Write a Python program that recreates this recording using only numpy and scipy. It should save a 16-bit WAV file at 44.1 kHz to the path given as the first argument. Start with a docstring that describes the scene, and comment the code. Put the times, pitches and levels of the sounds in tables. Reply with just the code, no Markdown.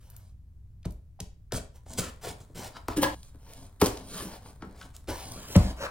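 """A kitchen knife taps, stabs and slits the packing tape of a large cardboard box in a living room.
The box is tipped over, its flaps are rubbed and pulled, and it is dropped and shoved aside.
Blows send bending waves through the panels and ring the hollow box; tape and blade tip snap.
Each stroke is a shower of tiny slips that swells, holds and lifts. The house rumbles faintly."""
import sys
import numpy as np
from scipy import signal
from scipy.fft import rfft, irfft
from scipy.io import wavfile
from scipy.ndimage import uniform_filter1d, map_coordinates

SR = 44100
rng = np.random.default_rng(int(sys.argv[2]) if len(sys.argv) > 2 else 0)


def int16_out(signal):
    """Quantize to a 16-bit WAV file."""
    q = np.round(np.clip(np.atleast_2d(signal).T, -1, 1) * 32767)
    wavfile.write(sys.argv[1], SR, q.astype(np.int16))


N = 260228
TIME = np.arange(N) / SR

# friction spectra of board rasp, tape hiss and panel drumming: freq_hz, level_db
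BOARD_RASP = [(200, -38.5), (450, -3.5), (620, 6), (780, 4), (950, 7), (1120, 4.5), (1650, 0.5),
              (2100, -3.5), (3000, -7), (4500, -2.5), (9000, -24)]
TAPE_HISS = [(1200, -40), (2200, -4.5), (3200, 4.5), (4200, 2), (5500, 2.5), (7500, 4), (9600, 4),
             (12000, -4.5), (15300, -2.5), (17000, -7.5)]
PANEL_DRUM = [(40, 2), (100, 7), (170, 3.5), (260, 2), (330, -2.5), (450, -3), (580, -11.5), (900, -36.5),
              (2500, -71.5)]


def gain_of(db):
    """dB to amplitude."""
    return 10 ** (np.asarray(db) / 20)


def unit_rms(x):
    """Scale to rms 1."""
    return x / np.sqrt(np.mean(x ** 2) + 1e-20)


def unit_energy(x):
    """Scale to energy 1."""
    return x / np.linalg.norm(x)


def curve_at(points, hz):
    """Interpolate over log frequency."""
    freq_hz, value = np.transpose(points)
    return np.interp(np.log(hz + 1), np.log(freq_hz + 1), value)


def add(mix, start_s, sound):
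    """Mix in at start_s."""
    part = mix[max(round(start_s * SR), 0):][:len(sound)]
    part += sound[:len(part)]


def coloured(x, spectrum, size=2048):
    """Minimum-phase filter: nothing sounds ahead of a click."""
    log_gain = np.log(gain_of(curve_at(spectrum, abs(np.fft.fftfreq(size, 1 / SR)))))
    taps = np.fft.ifft(np.exp(np.conj(signal.hilbert(log_gain)))).real
    return signal.oaconvolve(x, taps[:size // 2])[:len(x)]


def resonate(x, hz, width_hz):
    """Two-pole resonance."""
    hz = min(hz, SR / 3)
    return signal.lfilter(*signal.iirpeak(hz, hz / min(width_hz, SR / 4), fs=SR), x)


def gesture(t, rise_s, hold_s, swell_db, fall_db_per_s, sag_db_per_s=14):
    """Contact envelope: swell, sagging hold, fall."""
    db = -swell_db * np.maximum(1 - t / rise_s, 0) - sag_db_per_s * np.clip(t - rise_s, 0, hold_s)
    return gain_of(db - fall_db_per_s * np.maximum(t - rise_s - hold_s, 0))


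def slips(per_s, spread_db, smooth):
    """Friction: random slips of uneven size over a smooth rub."""
    sizes = gain_of(spread_db * np.minimum(rng.exponential(1, N), 4))
    clicks = sizes * rng.choice([-1, 1], N) * (rng.random(N) < per_s / SR)
    return unit_rms(unit_rms(clicks) + smooth * rng.standard_normal(N))


def board_echoes(x, size=512, places=7, decay_s=0.0027, echo_db=-1, dwell_s=0.06):
    """The contact moves from place to place; echoes in the board give each its own resonances."""
    t, out = np.arange(size) / SR, x.copy()
    for place in range(places):
        echoes = gain_of(echo_db) * unit_energy(rng.standard_normal(size) * np.exp(-t / decay_s))
        nearness = np.sin(np.pi / 2 * np.minimum((TIME / dwell_s - place) % places, 2))
        out += signal.oaconvolve(x * nearness, echoes)[:N]
    return out


def scraping(catch_db=1.5):
    """Slips rasp in the board, hiss on the tape and drum on the panels."""
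    # blade or hand strokes: start_s, rise_s, hold_s, rasp_db, hiss_re_rasp_db, drum_re_rasp_db
    strokes = [(0.0, 0.01, 0.29, -69.5, 2, -0.5), (1.527, 0.0062, 0.044, -43, 3, 6.5),
               (1.733, 0.022, .015, -64, 0.5, -2), (1.857, 0.049, 0.14, -56, 1.5, 6),
               (1.976, 0.011, 0.0039, -35, 8.5, -3), (2.007, 0.021, 0.062, -46.5, -4, 0.5),
               (2.212, 0.036, 0.06, -44, 0.5, 4), (2.397, 0.0074, 0.013, -63.5, 6.5, 11.5),
               (2.546, 0.012, 0.12, -47.5, 0.5, 5), (2.73, 0.038, 0.0033, -47, -11, -8),
               (2.893, 0.0093, 0.033, -47.5, -8, -26), (2.961, 0.0096, 0.004, -37, 3, 8),
               (3.011, 0.012, 0.022, -34.5, 2.5, 8.5), (3.054, 0.0062, 0.075, -52.5, -1, 8.5),
               (3.133, 0.012, 0.15, -74.5, 13, 3), (3.386, .12, 0.16, -59.5, 2.5, 5),
               (3.799, 0.03, 0.037, -38, 5, 1.5), (3.872, 0.015, .13, -53.5, 0.5, 4),
               (4.034, 0.13, 0.058, -45.5, 2.5, 2.5), (4.207, 0.02, 0.14, -52, 1, 7.5),
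               (4.41, 0.049, 0.047, -57, -1, 4.5), (4.597, 0.017, 0.14, -64, -25, 15),
               (4.746, 0.047, 0.067, -59, 1.5, 6.5), (4.933, 0.017, 0.0073, -59.5, 3.5, -12),
               (5.074, .018, 0.016, -35, -7.5, -10), (5.114, 0.023, 0.37, -49, 2, 1.5),
               (5.475, 0.042, 0.03, -49, 6, 0), (5.56, 0.011, 0.14, -42.5, -6, -0.5),
               (5.769, 0.058, 0.029, -37, -11, -6.5)]
    catches = unit_rms(uniform_filter1d(rng.standard_normal(N), size=300))
    drive = board_echoes(slips(per_s=2500, spread_db=1.0, smooth=0.5) * gain_of(catch_db * catches))
    levels, t = np.zeros((3, N)), np.arange(SR) / SR
    for start_s, rise_s, hold_s, rasp_db, hiss_db, drum_db in strokes:
        pressure = gain_of(rasp_db) * gesture(t, rise_s, hold_s, swell_db=17, fall_db_per_s=601.5)
        for level, db in zip(levels, (0, hiss_db, drum_db)):
            add(level, start_s, gain_of(db) * pressure)
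    levels = uniform_filter1d(levels, size=150, axis=1)
    tape_drive = np.roll(drive, SR)  # the tape slips on its own
    layers = zip(levels, (drive, tape_drive, drive), (BOARD_RASP, TAPE_HISS, PANEL_DRUM))
    return sum(level * unit_rms(coloured(x, spectrum)) for level, x, spectrum in layers)


def diffuse_noise(size):
    """Noise at two close microphones, alike in the bass."""
    # left-right likeness: freq_hz, correlation
    likeness = [(100, 0.97), (300, 0.87), (600, 0.53), (1200, 0.075), (3000, 0.24), (15000, 0.14)]
    a, b = rfft(rng.standard_normal((2, size)))
    correlation = np.clip(curve_at(likeness, np.fft.rfftfreq(size, 1 / SR)), -1, 1)
    mid = np.sqrt((1 + correlation) / 2) * a
    side = np.sqrt((1 - correlation) / 2) * b
    return irfft([mid + side, mid - side], size)


def house_rumble(level_db=-50):
    """Low steady noise of the house."""
    # background spectrum: freq_hz, level_db
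    spectrum = [(20, -4), (30, -1.5), (42, -4), (58, 2.5), (85, -2.5), (115, -5.5), (160, -15),
                (250, -28.5), (500, -41), (1000, -47.5), (3000, -55.5), (9000, -56.5), (16000, -57)]
    gain = gain_of(curve_at(spectrum, np.fft.rfftfreq(N, 1 / SR)))
    return gain_of(level_db) * unit_rms(irfft(rfft(diffuse_noise(N)) * gain, N))


def rubs(stage_q=2.6):
    """Slips feed one resonance of the blade or a flap as the contact swells and lets go."""
    # rubbing contacts: middle_s, length_s, peak_rms_db, pitch_hz
    contacts = [(0.154, 0.24, -74, 1390), (1.197, .018, -45.5, 747), (1.542, 0.078, -45, 1500),
                (1.561, 0.057, -49, 5000), (1.56, 0.081, -42, 8050), (2.027, 0.06, -67, 1480),
                (1.916, 0.14, -53.5, 7500), (2.275, .097, -42.5, 430), (2.766, 0.055, -48.5, 1330),
                (3.822, 0.032, -31, 870), (4.162, 0.24, -55, 4200), (4.173, 0.27, -46, 9600),
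                (4.634, 0.052, -49.5, 1420), (4.823, .026, -50.5, 3230), (4.823, .042, -50.5, 1410),
                (5.097, .062, -41, 335), (5.655, 0.074, -37, 190), (5.833, 0.096, -41, 547),
                (5.853, .075, -37.5, 1400)]
    out, drive = np.zeros(N), slips(per_s=1500, spread_db=8.0, smooth=0.14)
    for middle_s, length_s, db, hz in contacts:
        size, width_hz = round(length_s * SR), hz / stage_q
        feed = drive[rng.integers(N - SR):][:size + 2000]
        tone = resonate(resonate(feed, hz, width_hz), hz, width_hz)[-size:]
        add(out, middle_s - length_s / 2, gain_of(db) * unit_rms(tone) * signal.windows.hann(size))
    return out


def fracture(decay_s, size=4096):
    """Tiny breaks in quick succession: a fading burst with a flat spectrum."""
    fade = np.exp(-np.arange(size) / SR / decay_s)
    spectrum = rfft(rng.standard_normal(size) * fade)
    return irfft(spectrum / (abs(spectrum) + 1e-9)) * np.sqrt(fade)


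def snap(hz, crackle_per_s=700, crackle_decay_s=0.0032, crackle_db=-1.5):
    """A bright burst around hz, trailed by smaller fractures."""
    first = unit_energy(fracture(decay_s=0.0024))
    t = np.arange(len(first)) / SR
    crackle = rng.standard_normal(len(t)) * (rng.random(len(t)) < crackle_per_s / SR)
    drive = first + gain_of(crackle_db) * unit_energy(crackle * np.exp(-t / crackle_decay_s))
    width_hz = 1.45 * hz
    return unit_energy(resonate(resonate(drive, hz, width_hz), hz, width_hz))


def clinks_and_snaps(blade_hz=(11700, 12550, 13400), blade_t60_s=0.12, ring_db=-2):
    """The free blade clinks and its steel rings; tip and tape snap."""
    # blade clinks in the hand: start_s, level_db
    clinks = [(0.101, -29.5), (0.1647, -25.5)]
    # tip and tape snaps: start_s, level_db, centre_hz
    snaps = [(0.83, -40, 3200), (0.8544, -24.5, 7000), (0.907, -31.5, 9000), (0.922, -33.5, 11000),
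             (1.203, -12, 5600), (1.5212, -10, 5000), (1.9356, -19.5, 6700), (2.644, -24, 7860),
             (2.77, -30.5, 2800), (2.883, -14, 11000), (3.028, -3.5, 11000), (3.032, -0.5, 3260),
             (3.231, -26.5, 6100), (3.535, -23.5, 7000), (3.815, 0.5, 8000), (3.86, -1.5, 6000),
             (3.971, -18.5, 4500), (4.814, -24, 3120), (4.965, -22, 7800), (5.32, -17, 9000),
             (5.563, -5, 6400)]
    out, t = np.zeros(N), np.arange(SR // 4) / SR
    partials = sum(np.sin(2 * np.pi * hz * t) for hz in blade_hz)
    ring = unit_energy(partials * gain_of(-60 * t / blade_t60_s))
    for start_s, db, hz in snaps:
        add(out, start_s, gain_of(db) * snap(hz))
    for start_s, db in clinks:
        add(out, start_s, gain_of(db) * snap(hz=11600))
        add(out, start_s, gain_of(db + ring_db) * ring)
    return out


def bending_wave(centre_hz, travel_s, q=2.9, top_ratio=2.53, size=16384):
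    """Treble crosses the board faster than bass: a short falling chirp."""
    ratio = (np.fft.rfftfreq(size, 1 / SR) + 1) / centre_hz
    band = 1 / (1 + 1j * q * (ratio - 1 / ratio)) / (1 + 1j * ratio / top_ratio) ** 2
    dispersion = np.exp(-2j * np.pi * centre_hz * travel_s * 2 * np.sqrt(ratio))
    return unit_energy(irfft(band * dispersion)) * signal.windows.hann(2 * size)[size:]


def ringing(modes, t, build_s):
    """Modes build as the wave returns from the edges, then decay."""
    ring = sum(gain_of(db - 60 * t / t60_s) * np.sin(2 * np.pi * (hz * t + rng.random()))
               for hz, db, t60_s in modes)
    return unit_energy(ring * (1 - np.exp(-(t / build_s) ** 2)))


def knocks(dent_s=0.0099, dent_db=-26, crack_db_per_octave=4.5):
    """Each blow dents the liner, crushes a few flutes, bends the panel and rings the box."""
    # blows: start_s, wave_db, centre_hz, ring_db, thud_db
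    blows = [(0.853, -4, 160, -12.5, -1), (1.2005, -12.5, 172, -17, -8.5), (1.5217, -7.5, 470, -22, -3),
             (1.862, -29, 730, -29, -46), (1.9838, -4.5, 200, -14, -13), (2.498, -39, 500, -25, -44),
             (2.883, -6.5, 1050, -4, -3.5), (3.03, -1, 895, -17, -7), (3.345, -27, 278, -50, -28),
             (3.4314, -52, 726, -38, -44), (3.815, 1.5, 880, -17, 0), (3.8186, 13.5, 294, 8, -11),
             (3.857, -1.5, 300, -3.5, -6), (3.972, -23, 590, -18, -30), (4.4584, -25, 860, -33, -39),
             (4.6219, -18, 920, -13.5, -39), (5.081, -11, 325, -11, -3), (5.5556, 16.5, 165, -32, 10.5),
             (5.56, 16, 88, -33, 5.5)]
    # modes of the panels, and of the air inside and floor below: pitch_hz, level_db, t60_s
    panel_modes = [(101, -4, 0.079), (167.6, -4.5, 0.028), (258.6, -1.5, 0.08), (327, -4.5, 0.081),
                   (424.3, -7, 0.13), (580, -9.5, 0.088), (950, -20, 0.094), (1046, -27.5, 0.31)]
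    thud_modes = [(38.5, -3.5, 0.44), (61.7, -2, 0.5), (83, -9.5, 0.44), (107.6, 0.5, .27),
                  (170, -35.5, .25)]
    # spectra of cracking flutes and denting liner: freq_hz, level_db
    crack_spectrum = [(80, -49), (400, 14.5), (950, 2), (1500, -3.5), (2200, -6.5), (4500, -7.5),
                      (9000, -15.5), (16000, -47.5)]
    dent_spectrum = [(150, -30), (500, -3.5), (1500, 3.5), (5000, 1), (9000, -37), (16000, -52)]
    out, dent_size = np.zeros(N), round(dent_s * SR)
    for start_s, wave_db, centre_hz, ring_db, thud_db in blows:
        hardness = centre_hz / 297.5  # harder blows travel faster and crack more
        wave = bending_wave(centre_hz, travel_s=0.005913 / hardness ** 0.597)
        t = np.arange(len(wave)) / SR
        ring = gain_of(ring_db) * ringing(panel_modes, t, build_s=0.0027)
        thud = gain_of(thud_db) * ringing(thud_modes, t, build_s=0.013)
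        add(out, start_s, gain_of(wave_db) * wave + ring + thud)
        crack_db = wave_db - 9.5 + crack_db_per_octave * np.log2(hardness)
        crack = coloured(fracture(decay_s=0.0099), crack_spectrum)
        add(out, start_s, gain_of(crack_db) * unit_energy(crack))
        crunch = coloured(rng.standard_normal(len(t)), dent_spectrum)[-dent_size:]
        crunch *= np.linspace(0, 1, dent_size)
        add(out, start_s - dent_s, gain_of(wave_db + dent_db) * unit_energy(crunch))
    return out


def rustle():
    """Sparse, uneven slips of resting fingers and blade."""
    # rustle contour: time_s, level_db
    contour = [(1.5, -100), (2.0, -69.5), (3.3, -72), (4.4, -69), (5.0, -72), (5.9, -63)]
    drive = slips(per_s=800, spread_db=9.0, smooth=0.83)
    layers = sum(gain_of(db) * unit_rms(coloured(drive, spectrum))
                 for db, spectrum in ((0, BOARD_RASP), (0, TAPE_HISS), (3, PANEL_DRUM)))
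    return gain_of(np.interp(TIME, *np.transpose(contour))) * layers


def judder(groan_hz=309, waver=0.036, swell_db=16):
    """The blade sticks and slips at the lid's lowest mode, then tears on and excites the upper ones."""
    # judders in the slit: start_s, rise_s, groan_db, upper_db
    judders = [(2.965, 0.029, -18, -38.5), (3.024, .01, -24.5, -23)]
    # upper lid modes: pitch_hz, width_hz, relative_db
    lid_modes = [(534, 37, 6.5), (876, 24.5, 0.5), (1015, 24, 0.5), (1107, 50, -4), (1653, 27, 4),
                 (2850, 67, -3.5)]
    out, t = np.zeros(N), np.arange(SR // 6) / SR
    shares = unit_energy(gain_of([db for _, _, db in lid_modes]))
    for start_s, rise_s, groan_db, upper_db in judders:
        drift = unit_rms(uniform_filter1d(rng.standard_normal(len(t)), size=300))
        groan = unit_rms(np.sin(2 * np.pi * np.cumsum(groan_hz * (1 + waver * drift)) / SR))
        envelope = gesture(t, rise_s, 0, swell_db, fall_db_per_s=752)
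        add(out, start_s, gain_of(groan_db) * groan * envelope)
        tearing = rng.standard_normal(2 * len(t))
        for (hz, width_hz, _), share in zip(lid_modes, shares):
            envelope = gesture(t, rise_s, 0, swell_db, fall_db_per_s=480 * width_hz / 40.3)
            mode = unit_rms(resonate(tearing, hz, width_hz)[-len(t):])
            add(out, start_s, gain_of(upper_db) * share * envelope * mode)
    return out


def direct_sound(x, treble_hz=8940, hz_per_turn=2160):
    """The nearer microphone hears first; the top treble is out of phase at any bearing."""
    # bearing of the contact: time_s, left_lead_ms
    bearing = [(0, -0.042), (1.2, -0.046), (2.0, -0.02), (2.88, 0), (2.98, 0.063), (4.6, 0.057),
               (5.3, -0.069), (5.9, -0.15)]
    hz, spectrum = np.fft.rfftfreq(N, 1 / SR), rfft(x)
    treble_share = np.clip((hz - treble_hz) / 1000 + 1, 0, 1)
    turn = np.exp(1j * np.pi * (hz - treble_hz) / hz_per_turn)
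    lead_samples = np.interp(TIME, *np.transpose(bearing)) * SR / 1000
    lower = irfft(spectrum * (1 - treble_share), N)
    shifted = [map_coordinates(lower, [np.arange(N) + side * lead_samples / 2], order=3)
               for side in (1, -1)]
    return np.array(shifted) + irfft(spectrum * treble_share * np.array([turn, 1 / turn]), N)


def room(x, build_s=0.0063):
    """Reflections from walls and furniture build up and decay band by band."""
    # room decay: freq_hz, t60_s
    decay = [(100, 0.11), (400, 0.38), (1000, 0.32), (3000, 0.38), (8000, 0.27), (15000, 0.21)]
    # reflection level: freq_hz, level_re_direct_db
    wet = [(60, -33), (170, -4), (400, -5.5), (1000, -1.5), (4000, -9), (15000, -10)]
    hz, t, bands = signal.stft(diffuse_noise(SR // 2), SR, nperseg=256)
    bands *= gain_of(-60 * t / curve_at(decay, hz)[:, None])
    bands *= 1 - np.exp(-(t / build_s) ** 2)
    bands /= np.sqrt((abs(bands) ** 2).sum(2, keepdims=True).mean(0))  # equal energy per band
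    tails = signal.istft(bands, SR, nperseg=256)[1]
    return np.array([signal.fftconvolve(coloured(x, wet), unit_energy(tail))[:N] for tail in tails])


def scene(echo_cut_s=3.149):
    """Knife and box in the quiet room; the stab's echo stops abruptly."""
    box = scraping() + knocks() + clinks_and_snaps() + judder() + rubs() + rustle()
    before_cut = np.clip((echo_cut_s - TIME) / 0.002, 0, 1)
    reflections = before_cut * room(box * before_cut) + room(box * (1 - before_cut))
    return direct_sound(box) + reflections + house_rumble()


def record(dry, cutoff_hz=16200):
    """Two microphones of slightly different colour, then a low-pass."""
    # channel balance: freq_hz, left_minus_right_db
    balance = [(100, 0.5), (300, 0.5), (1000, 2), (2500, 2.5), (5000, 0.5), (8000, -2), (14000, 0.5)]
    lean = gain_of(curve_at(balance, np.fft.rfftfreq(N, 1 / SR)) / 2)
    heard = irfft(rfft(dry) * np.array([lean, 1 / lean]), N)
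    taps = signal.firwin(255, cutoff_hz, window=("kaiser", 9), fs=SR)
    return signal.oaconvolve(heard, taps[None], "same")


dry = scene()
out = record(dry)
int16_out(out)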